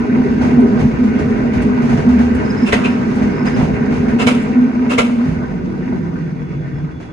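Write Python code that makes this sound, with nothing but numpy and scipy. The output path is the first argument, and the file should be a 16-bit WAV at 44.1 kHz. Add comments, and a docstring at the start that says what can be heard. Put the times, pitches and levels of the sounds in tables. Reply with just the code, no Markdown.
"""A cable car rolls down a city street, heard from its front platform through two spaced microphones.
Resonances excited by rippled rails make the wheels hum and drone; the drone sinks as the car slows.
Filtered noise gives the wooden body's rumble, the gritty roll and the rattle of loose fittings.
Bursts of small contacts ring the steel in pairs of clanks at the track joints; a brake shoe rubs, chirps
and sings faintly, and a pickup overtakes with a rising sine boom and a hiss of tyre noise."""
import sys
import numpy as np
from scipy import signal
from scipy.fft import rfft, irfft
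from scipy.io import wavfile
from scipy.ndimage import uniform_filter1d

SR = 44100
rng = np.random.default_rng(int(sys.argv[2]) if len(sys.argv) > 2 else 0)


def wav_out(sig):
    """Save sig, one row per channel (or a flat mono array), as 16-bit PCM at SR to the path in sys.argv[1]."""
    wavfile.write(sys.argv[1], SR, np.round(np.clip(np.atleast_2d(sig).T, -1, 1) * 32767).astype(np.int16))


N = 313992
TIME = np.arange(N) / SR
BIN_HZ = np.maximum(np.fft.rfftfreq(N, 1 / SR), 1)

# Event levels are relative within a table wherever the layer adds its own gain.
# Car speed through cruise and braking: time_s, speed_share (of cruising speed)
SPEED_CURVE = [(0, 1.032), (2.2, 1.018), (3.6, 1.004), (4.2, 1.056), (5.2, 1.047), (5.5, 0.89), (5.9, .89),
               (6.2, 0.88), (7.12, 0.77)]
# Unevenness of the rail under the wheels: time_s, roughness_db
RAIL_ROUGHNESS = [(0, -1.5), (.66, 1.5), (.95, -2), (1.4, 0), (1.65, -0.5), (2.15, -1.5), (2.5, 0),
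                  (2.9, -1.5), (3.3, 0), (3.95, -1.5), (4.25, -4), (4.62, -4.5), (5.17, -8), (5.42, -1),
                  (5.95, 1.5), (6.35, -1.5), (6.85, 0), (7.12, -2.5)]
# How each layer follows speed and rail:
# cruise_db, change_db (per tenth of cruising speed lost), sensitivity (dB per dB of roughness)
DRONE_LEVEL_LAW = (-20, -5, 1.0)
BOOM_LEVEL_LAW = (-28.5, -3.1, 1.5)
RUMBLE_LEVEL_LAW = (-28, -2, 0.9)
ROAR_LEVEL_LAW = (-24, -5, 1.32)
ROLL_LEVEL_LAW = (-32, -5.5, 0.63)
RATTLE_LEVEL_LAW = (-50, -4.5, 0.5)

# Surges of wheel hum over patches of rippled rail: time_s, level_db
HUM_SURGES = [(0.0, -15), (0.06, -26), (0.14, -10), (0.34, -16), (0.63, -11.5), (0.83, -24.5), (0.87, -7.5),
              (0.93, -34), (1.01, -14.5), (1.57, -20.5), (1.61, -13), (1.96, -14), (2.02, -32), (2.08, -7),
              (2.6, -27.5), (2.64, -12), (2.7, -51), (2.74, -20), (2.97, -13), (3.01, -23), (3.33, -15),
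              (3.39, -41), (3.41, -20), (3.65, -15), (3.67, -26), (3.86, -14.5), (3.96, -22), (4.26, -10.5),
              (4.44, -19.5), (4.62, -10), (4.72, -15.5), (5.19, -15), (5.37, -25.5), (5.85, -29),
              (5.87, -21), (6.43, -42), (6.88, -38), (7.12, -52)]
# Wandering pitch of the body's boom: time_s, pitch_hz
BOOM_PITCH_CURVE = [(5.3, 147), (5.75, 153), (6.08, 166), (6.4, 153.3), (6.72, 139), (6.88, 151.1)]
# Body groan while the brake is on: start_s, level_db, length_s
BRAKE_GROANS = [(5.25, -25.5, 1.62)]
# Jolts that shake the car: start_s, clatter_db (fittings), length_s, thump_db (body)
CAR_JOLTS = [(0.407, 1.5, 0.055, -2.5), (0.787, 2.5, 0.024, 5), (1.028, -2.5, 0.013, -8),
             (1.181, 1, 0.015, -1.5), (1.29, -4, 0.014, -6), (1.526, 0, 0.021, 5), (1.61, -0.5, 0.013, -14),
             (1.81, -2, 0.075, -13.5), (1.886, 2, 0.048, 2), (1.964, 1, 0.031, -6),
             (2.079, -0.5, 0.027, -17), (2.18, 0, 0.055, -22), (2.34, -8, 0.012, -9),
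             (3.092, -4.5, 0.11, -23), (3.214, 2, 0.011, -0.5), (3.447, 4.5, 0.03, -20),
             (3.554, 2, 0.089, 2), (3.722, -21, 0.047, -0.5), (3.912, -1.5, 0.066, 0),
             (4.075, -1.5, 0.017, -9), (5.245, -6.5, 0.083, -3), (6.995, -9.5, .033, -27)]
# Blows and scrapes at the track joints:
# start_s, level_db, rise_s, length_s, crack_pitch_hz, crack_db, treble_db
JOINT_CLANKS = [(2.654, -15.5, 0.018, 0.042, 2650, -2.5, 2), (2.722, -1, 0.003, 0.014, 1933, -2, -6),
                (2.833, -12, 0.013, 0.035, 2520, -1, -12), (4.185, -8.5, 0.014, 0.043, 2670, -7.5, -2.5),
                (4.262, -0.5, 0.018, 0.015, 2310, -9, 1), (4.89, -10.5, 0.018, 0.047, 2670, -8, -1),
                (4.976, -1, 0.0093, 0.018, 2200, -8, -1.5)]
# Wheel striking and chattering on the joint: start_s, level_db
WHEEL_STRIKES = [(2.724, -14), (2.734, -12), (2.749, -19), (4.274, -16), (4.294, -16), (4.987, -10.5),
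                 (4.998, -18)]
# Hollow knocks of the wooden frame: start_s, level_db, length_s
FRAME_KNOCKS = [(.245, -20, 0.026), (.61, -19, 0.025), (3.97, -25.5, 0.056)]
# Ticks of a loose steel part: start_s, level_db, length_s, tick_db (dry tick against level_db)
TINK_EVENTS = [(0.6, -50, .006, 0), (1.617, -48, 0.0087, 4), (2.345, -47, .008, 4.5), (3.152, -51, .008, 3),
               (4.416, -35, .004, -15)]
# Brake shoe rubbing on the rail: start_s, level_db, length_s
SHOE_RUBS = [(1.19, -37, .035), (1.295, -37.5, 0.034), (3.455, -31.5, 0.019), (5.81, -47.5, 0.26),
             (6.25, -54.5, .55)]
# Brake shoe chirping: start_s, level_db, length_s, pitch_hz (halfway through)
SHOE_CHIRPS = [(2.445, -4, 0.02, 5100), (2.493, 0, 0.023, 5070), (2.565, -1.5, 0.024, 5100),
               (2.6, -5, 0.073, 5140), (2.85, -13, .1, 5090), (3.31, -12, 0.13, 5070),
               (3.465, 9, 0.004, 5020), (3.543, -5, .012, 5060), (6.74, -24, 0.046, 5210)]
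# Brake shoe singing faintly: start_s, level_db, length_s
SHOE_SQUEALS = [(5.5, -70, .8), (6.33, -62.5, .3), (6.68, -64, .15), (6.9, -60, .22)]

# Ringing modes of struck steel: pitch_hz, width_hz, level_db
STEEL_MODES = [(515, 48, 1.5), (606, 7.9, -1), (766, 10, -1), (936, 30, 3.5), (1210, 8.2, -2.5),
               (1370, 13, -7), (1581, 19, 3), (1940, 35, 0), (2230, 37, -3), (2540, 27, -1.5),
               (2756, 12, 4.5), (2935, 34, 0), (3210, 23, -6.5), (3700, 25, -13.5), (4137, 25, -9.5),
               (4300, 14, -12), (5830, 14, -15.5), (6460, 90, -18.5), (7700, 3, -10), (8427, 5, -12.5),
               (9636, 10, -11.5), (10776, 9, -12), (11930, 10, -24)]
# Ringing modes of the loose steel part: pitch_hz, width_hz, level_db
LOOSE_PART_MODES = [(6620, 14, -9), (7483, 10, 0.5), (8350, 13, -1), (9700, 20, -5.5)]
# Ringing modes of the rubbing shoe: pitch_hz, width_hz, level_db
SHOE_MODES = [(1380, 53, -4.5), (1590, 70, -6.5), (1810, 27, 5), (2060, 160, -3.5), (2300, 54, -5.5)]

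# Filter colours of the noisy layers, relative levels: pitch_hz, level_db
RUMBLE_FILTER = [(18, -50), (30, -21), (42, -9), (56, 0.5), (95, 2), (118, 1), (138, 3.5), (160, 6.5),
                 (180, -4), (230, -10.5), (320, -68.5)]
ROAR_FILTER = [(170, -3), (240, 10), (290, 4.5), (345, 2), (405, 0.5), (460, 1), (520, -6.5), (640, -44),
               (1000, -61.5)]
ROLL_FILTER = [(350, -11), (540, 6), (730, 7.5), (850, 5.5), (970, 6.5), (1120, 0), (1550, 1.5),
               (1900, -1.5), (2230, -4.5), (2400, -9.5), (2800, -13.5), (3200, -21.5), (5000, -32),
               (12000, -75.5)]
RATTLE_FILTER = [(1200, -8), (2400, 10), (3300, 2), (4400, 3), (5500, 0), (6200, 2), (7400, -9),
                 (9600, -12.5), (11000, -23), (12200, -33.5), (13500, -48)]
JOLT_FILTER = [(300, 11.5), (700, 16.5), (1200, 9), (2200, 8), (3200, -3.5), (5400, -9), (6400, -6.5),
               (7500, -16), (9600, -19), (11000, -28), (13500, -43.5)]
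TYRE_FILTER = [(400, -14), (1000, 3), (2200, 0.5), (3300, -17), (6500, -18), (11000, -40.5), (13000, -62)]
CLANK_FILTER = [(250, -6), (480, 8), (900, 2), (1400, -0.5), (2300, -1.5), (3000, -5.5), (3350, -8),
                (4600, -13), (5500, -16), (6600, -15), (7600, -19), (9500, -21.5), (11000, -33),
                (12000, -32.5), (13500, -46.5)]
# Stereo width of diffuse noise: pitch_hz, side_db (side minus mid)
STEREO_WIDTH = [(40, -11.5), (120, -13), (260, -5.5), (420, -5.5), (600, 2.5), (800, 0.5), (1200, 1),
                (1500, 0), (2000, -2), (2500, 1.5), (4200, -2), (5400, 3), (6800, -4), (9000, 4.5),
                (11500, -9)]

HUM_HZ, HUM_SPREAD_HZ = 245.9, 11.7
DRONE_HZ = 210.6  # at cruising speed
# The drone takes this share of each hum surge, counted in dB from the hum's moving average.
SURGE_SHARE, SURGE_AVERAGE_S = 0.36, 0.45
KNOCK_HZ = 402.7
CHIRP_GLIDE_HZ_PER_S = 1000
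SQUEAL_HZ, SQUEAL_SPLIT_HZ = 3390, 38  # lower of two close shoe modes, and the gap between them
PICKUP_S, PICKUP_LENGTH_S, PICKUP_DB = 2.07, 0.29, -23  # exhaust boom as it draws level
PICKUP_HZ, PICKUP_CLIMB_HZ_PER_S = 74.1, 11
NEAREST_S, HISS_FALL_S, HISS_DB = 2.7, 0.31, -35  # tyres nearest, time to fall 3 dB, peak level
MIC_LAG_S = 0.00046  # travel time of sound between the two microphones
LOW_CUT_HZ, TOP_HZ = 32, 13000


def undb(db):
    """Decibels to gain."""
    return 10 ** (np.asarray(db) / 20)


def unit(x):
    """Scale a stereo pair so that its centre has rms 1."""
    return x / np.sqrt(np.mean(x.mean(0) ** 2))


def curve(table):
    """Join a table's timed points by straight lines."""
    s, values = np.transpose(table)
    return np.interp(TIME, s, values)


def gains(points):
    """Gain at every frequency, in straight lines over log pitch and dB."""
    hz, db = np.transpose(points)
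    return undb(np.interp(np.log(BIN_HZ), np.log(hz), db))


def shape(x, response):
    """Filter by a frequency response."""
    return irfft(rfft(x) * response, N)


def walk(rate):
    """Slow chance with spread 1, changing about rate times a second."""
    response = np.exp(-.5 * (BIN_HZ / rate) ** 2)
    response[0] = 0  # no constant offset
    x = shape(rng.standard_normal(N), response)
    return x / x.std()


def diffuse():
    """Noise from all round: the bass much alike in both microphones, the treble less so."""
    mid, side = rng.standard_normal((2, N))
    side = shape(side, gains(STEREO_WIDTH))
    return np.array([mid + side, mid - side])


def sided(near_db):
    """Diffuse noise plus a share from the nearest wheels, which reaches the right microphone late."""
    lag = int(MIC_LAG_S * SR)
    direct = rng.standard_normal(N)
    return diffuse() + undb(near_db) * np.array([direct, np.roll(direct, lag)])


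def grains(rate, spread_db):
    """Force of many tiny contacts of unequal size, each decaying over a millisecond; rms 1."""
    sizes = undb(spread_db * np.minimum(rng.standard_normal(N), 2))
    hits = (rng.random(N) < rate / SR) * sizes
    force = signal.lfilter([1], [1, -np.exp(-1 / (.001 * SR))], hits)
    return force / np.sqrt(np.mean(force ** 2))


def blows(table, rise_s, fall_s, tail_db, tail_s):
    """Envelope of blows: each grinds for its contact length, drops, and lingers in the cabin."""
    power = np.zeros(N)
    for s, db, length in table:
        age = np.maximum(TIME - s, 0)
        after = np.maximum(age - length, 0)
        drop = np.exp(-np.minimum(after / fall_s, 20))
        tail = undb(tail_db) * np.exp(-after / tail_s)
        power += (undb(db) * np.minimum(age / rise_s, 1) * (drop + tail)) ** 2
    return np.sqrt(power)


def tone(hz, spread_hz, steady, lead_rad, side_db):
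    """A randomly driven resonance; steady (0-1) evens out its beating, and the left leads by lead_rad."""
    drive, scatter = ((walk(spread_hz) + 1j * walk(spread_hz)) / np.sqrt(2) for _ in range(2))
    mid = drive / (np.abs(drive) + 0.42) ** np.clip(steady, 0, 1)
    mid = mid / mid.std()
    side = 1j * np.tan(lead_rad / 2) * mid + undb(side_db) * scatter
    carrier = np.exp(2j * np.pi * np.cumsum(hz * np.ones(N)) / SR)
    return np.sqrt(2) * (np.array([mid + side, mid - side]) * carrier).real


def modal(x, modes):
    """Ring a table of modes; neighbours swing in opposite senses."""
    response = 0
    for k, (hz, width, db) in enumerate(modes):
        resonance = hz * width / (hz ** 2 - BIN_HZ ** 2 + 1j * BIN_HZ * width)
        response = response + (-1) ** k * undb(db) * resonance
    return shape(x, response)


def panels(x, share, ring_s):
    """Wood and glass all round add a dense, short ring, which ripples the spectrum."""
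    ring = rng.standard_normal(N) * np.exp(-np.minimum(TIME / ring_s, 20))
    return shape(x, 1 + share * rfft(ring) / np.sqrt(np.sum(ring ** 2)))


def flicker(x, depth_db, rate, count=7):
    """Let half-octave bands around 600 Hz and up swell and fade independently, shifting the colour."""
    place = np.clip(2 * np.log2(BIN_HZ / 600), 0, count - 1)
    spectrum = rfft(x)
    total = 0
    for k in range(count):
        band = irfft(spectrum * np.maximum(1 - np.abs(place - k), 0), N)
        total = total + band * undb(depth_db * walk(rate))
    return total


def driven(law, rail_db):
    """Level in dB of a layer that grows with speed and with the unevenness of the rail."""
    cruise_db, slowing_db, sensitivity = law
    return cruise_db + slowing_db * 10 * (1 - curve(SPEED_CURVE)) + sensitivity * rail_db


def wheels():
    """Rail ripple drives beating resonances: hum, speed-following drone, boom and a groan under braking."""
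    rough_db = curve(RAIL_ROUGHNESS)
    hum_db = curve(HUM_SURGES)
    boom_hz = curve(BOOM_PITCH_CURVE)
    hum = undb(hum_db) * tone(HUM_HZ, HUM_SPREAD_HZ, steady=0.43, lead_rad=0.25, side_db=-20.5)

    surge_db = hum_db - uniform_filter1d(hum_db, int(SURGE_AVERAGE_S * SR))
    drone_db = driven(DRONE_LEVEL_LAW, rough_db) + SURGE_SHARE * surge_db
    drone_hz = DRONE_HZ * curve(SPEED_CURVE)
    drone = undb(drone_db) * tone(drone_hz, spread_hz=16.9, steady=0.047, lead_rad=0.57, side_db=-13)

    boom_gain = undb(driven(BOOM_LEVEL_LAW, rough_db))
    boom = boom_gain * tone(boom_hz, spread_hz=14.0, steady=0.23, lead_rad=.25, side_db=-14.5)
    braking = blows(BRAKE_GROANS, rise_s=0.98, fall_s=0.053, tail_db=-32, tail_s=.3)
    groan = braking * tone(boom_hz, spread_hz=12, steady=0.22, lead_rad=.25, side_db=-11)
    return hum + drone + boom + groan


def body():
    """The wooden car rumbles on its springs and thumps at jolts and joints; the wheels add a low roar."""
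    rough_db = curve(RAIL_ROUGHNESS)
    thumps = [(s, thump_db, length) for s, _, length, thump_db in CAR_JOLTS]
    jolts = blows(thumps, rise_s=0.018, fall_s=0.084, tail_db=-14.0, tail_s=0.27)
    joint_blows = [(s, db, length) for s, db, _, length, *_ in JOINT_CLANKS]
    knocks = blows(joint_blows, rise_s=0.0037, fall_s=0.013, tail_db=-20.0, tail_s=.08)
    steady_sway = undb(driven(RUMBLE_LEVEL_LAW, rough_db))
    sway = np.sqrt(steady_sway ** 2 + (undb(-21.0) * jolts) ** 2 + (undb(-21.0) * knocks) ** 2)
    rumble = unit(shape(diffuse(), gains(RUMBLE_FILTER))) * sway

    # a loose overtone just under the octave of the drone
    overtone_hz = 1.9 * DRONE_HZ * curve(SPEED_CURVE)
    overtone = tone(overtone_hz, spread_hz=16.0, steady=0.025, lead_rad=.6, side_db=-6.0)
    roar = undb(2.5) * unit(shape(diffuse(), gains(ROAR_FILTER))) + undb(-6.0) * overtone
    rumble = rumble * undb(np.array([[-.8], [.8]]))  # leans right
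    return rumble + roar * undb(driven(ROAR_LEVEL_LAW, rough_db))


def rolling():
    """Gritty steel contact, a faint ring of the lower wheel modes, and a fine rattle; all shake together."""
    rough_db = curve(RAIL_ROUGHNESS)
    shake = walk(9.9)
    contact = sided(near_db=-2.0) * (5.5 + 1.5 * grains(rate=130, spread_db=5))
    grit = panels(shape(contact, gains(ROLL_FILTER)), share=0.54, ring_s=0.008)
    grit = unit(flicker(grit, depth_db=2.23, rate=8.8))
    low_noise = shape(diffuse(), 1 / (1 + (BIN_HZ / 2800) ** 4))
    ring = unit(modal(low_noise, STEEL_MODES)) * undb(3.3 * walk(5))
    roll = grit + undb(-15.5) * ring

    chatter = sided(near_db=-9.5) * (3.0 + 0.78 * grains(rate=160, spread_db=3.5))
    rattle = unit(panels(shape(chatter, gains(RATTLE_FILTER)), share=0.93, ring_s=0.0081))
    roll_gain = undb(driven(ROLL_LEVEL_LAW, rough_db) + 0.89 * shake)
    rattle_gain = undb(driven(RATTLE_LEVEL_LAW, rough_db) + 0.98 * shake)
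    return roll * roll_gain + rattle * rattle_gain


def frame():
    """The wooden frame gives a few hollow knocks at one resonance."""
    envelope = blows(FRAME_KNOCKS, rise_s=0.0088, fall_s=0.016, tail_db=-11.5, tail_s=.06)
    return envelope * tone(KNOCK_HZ, spread_hz=18, steady=0.46, lead_rad=.6, side_db=-9.0)


def fittings():
    """Each jolt sets off a short chatter of loose parts."""
    clatters = [(s, clatter_db, length) for s, clatter_db, length, _ in CAR_JOLTS]
    shaken = blows(clatters, rise_s=0.012, fall_s=0.053, tail_db=-15.0, tail_s=0.051)
    force = shaken * (1.5 + 0.11 * grains(rate=200, spread_db=4.5))
    return undb(-35.5) * force * unit(shape(sided(near_db=-8.5), gains(JOLT_FILTER)))


def tinks():
    """A loose steel part ticks in a broad band and rings thinly in its narrow modes."""
    contact = unit(sided(near_db=-5.5))
    touches = [row[:3] for row in TINK_EVENTS]
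    touch = blows(touches, rise_s=.004, fall_s=.008, tail_db=-20, tail_s=.04)
    ticks = [(s, db + tick_db, length) for s, db, length, tick_db in TINK_EVENTS]
    tick = blows(ticks, rise_s=.005, fall_s=.01, tail_db=-16, tail_s=.04)
    broad = [(8800, 5000, 0)]
    dry_tick = modal(modal(tick * contact, broad), broad)  # twice, for steeper skirts
    return dry_tick + undb(15) * modal(touch * contact, LOOSE_PART_MODES)


def rubbing():
    """The shoe sticks and slips on the rail, rasping in its own resonances."""
    rasp = sided(near_db=-2.5) * (1.0 + grains(rate=190, spread_db=5))
    rubs = blows(SHOE_RUBS, rise_s=0.019, fall_s=0.022, tail_db=-20.5, tail_s=.12)
    return unit(modal(rasp, SHOE_MODES)) * rubs


def pickup():
    """An exhaust boom rises as the truck draws level on the right; its tyres hiss as it pulls ahead."""
    hz = PICKUP_HZ + PICKUP_CLIMB_HZ_PER_S * np.clip(TIME - PICKUP_S, 0, .5)
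    passing = [(PICKUP_S, PICKUP_DB, PICKUP_LENGTH_S)]
    swell = blows(passing, rise_s=0.037, fall_s=0.056, tail_db=-31.5, tail_s=.2)
    exhaust = np.sqrt(2) * np.sin(2 * np.pi * np.cumsum(hz) / SR)
    boom = exhaust * swell * undb(0.99 * walk(12))
    nearness = 1 / np.hypot(1, (TIME - NEAREST_S) / HISS_FALL_S)
    tyres = undb(HISS_DB) * nearness * unit(shape(diffuse(), gains(TYRE_FILTER)))
    return (boom + tyres) * undb(np.array([[-1.0], [1.0]]))


def brake():
    """The shoe chirps in a quick flutter, gliding up as it bites, and sings at two close lower modes."""
    chirp_rows = [row[:3] for row in SHOE_CHIRPS]
    grip = blows(chirp_rows, rise_s=0.005, fall_s=0.007, tail_db=-15, tail_s=0.11)
    pitch = np.full(N, float(SHOE_CHIRPS[0][3]))
    for s, _, length, hz in SHOE_CHIRPS:
        glide = CHIRP_GLIDE_HZ_PER_S * (np.minimum(TIME - s, length) - length / 2)
        pitch = np.where(TIME < s, pitch, hz + glide)
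    flutter = undb(-43.0 + 2.8 * walk(70))
    chirps = flutter * grip * tone(pitch, spread_hz=65, steady=.2, lead_rad=.6, side_db=-6)

    drag = blows(SHOE_SQUEALS, rise_s=.06, fall_s=.04, tail_db=-20, tail_s=.15)
    twins = 0
    for hz in (SQUEAL_HZ, SQUEAL_HZ + SQUEAL_SPLIT_HZ):
        twins = twins + tone(hz, spread_hz=26, steady=0.25, lead_rad=.3, side_db=-5.0)
    return chirps + drag * unit(twins)


def joints():
    """Grinding and hard knocks: small contacts and sharp strikes crash, crack and leave the steel ringing."""
    contact = unit(sided(near_db=-7.5) * (3.5 + 0.84 * grains(rate=330, spread_db=6.5)))
    struck, crack = 0, 0
    for s, db, rise, length, hz, crack_db, treble_db in JOINT_CLANKS:
        blow = contact * blows([(s, db, length)], rise_s=rise, fall_s=0.015, tail_db=-11.5, tail_s=0.089)
        dull = signal.lfilter(*signal.butter(1, 3500, fs=SR), blow)
        struck = struck + dull + undb(treble_db) * (blow - dull)
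        # two resonant passes narrow the crack to its pitch
        ringing = signal.lfilter(*signal.iirpeak(hz, 7.0, fs=SR), blow)
        ringing = signal.lfilter(*signal.iirpeak(hz, 5.0, fs=SR), ringing)
        crack = crack + undb(crack_db) * ringing
    strikes = [(s, db, .0004) for s, db in WHEEL_STRIKES]
    snaps = blows(strikes, rise_s=0.00036, fall_s=0.0004, tail_db=-22, tail_s=0.0033)
    struck = struck + undb(13.5) * snaps * unit(sided(near_db=3.5))
    crash = panels(shape(struck, gains(CLANK_FILTER)), share=0.77, ring_s=0.0084)
    return undb(-9.0) * crash + crack + undb(-8.5) * modal(struck, STEEL_MODES)


def scene():
    """Everything heard from the platform, slightly louder on the right."""
    car = wheels() + body() + frame() + rolling() + fittings() + joints() + brake() + rubbing() + tinks()
    return (car + pickup()) * undb(np.array([[-.3], [.3]]))


def record(dry):
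    """Drop the deepest bass, round the highest peaks just under full scale and cut the top."""
    lean = shape(dry, 1 / np.sqrt(1 + (LOW_CUT_HZ / BIN_HZ) ** 8))
    rounded = lean / (1 + (lean / .92) ** 8) ** (1 / 8)
    top_cut = signal.ellip(8, .2, 70, TOP_HZ, fs=SR, output="sos")
    return signal.sosfilt(top_cut, rounded)


dry = scene()
out = record(dry)
wav_out(out)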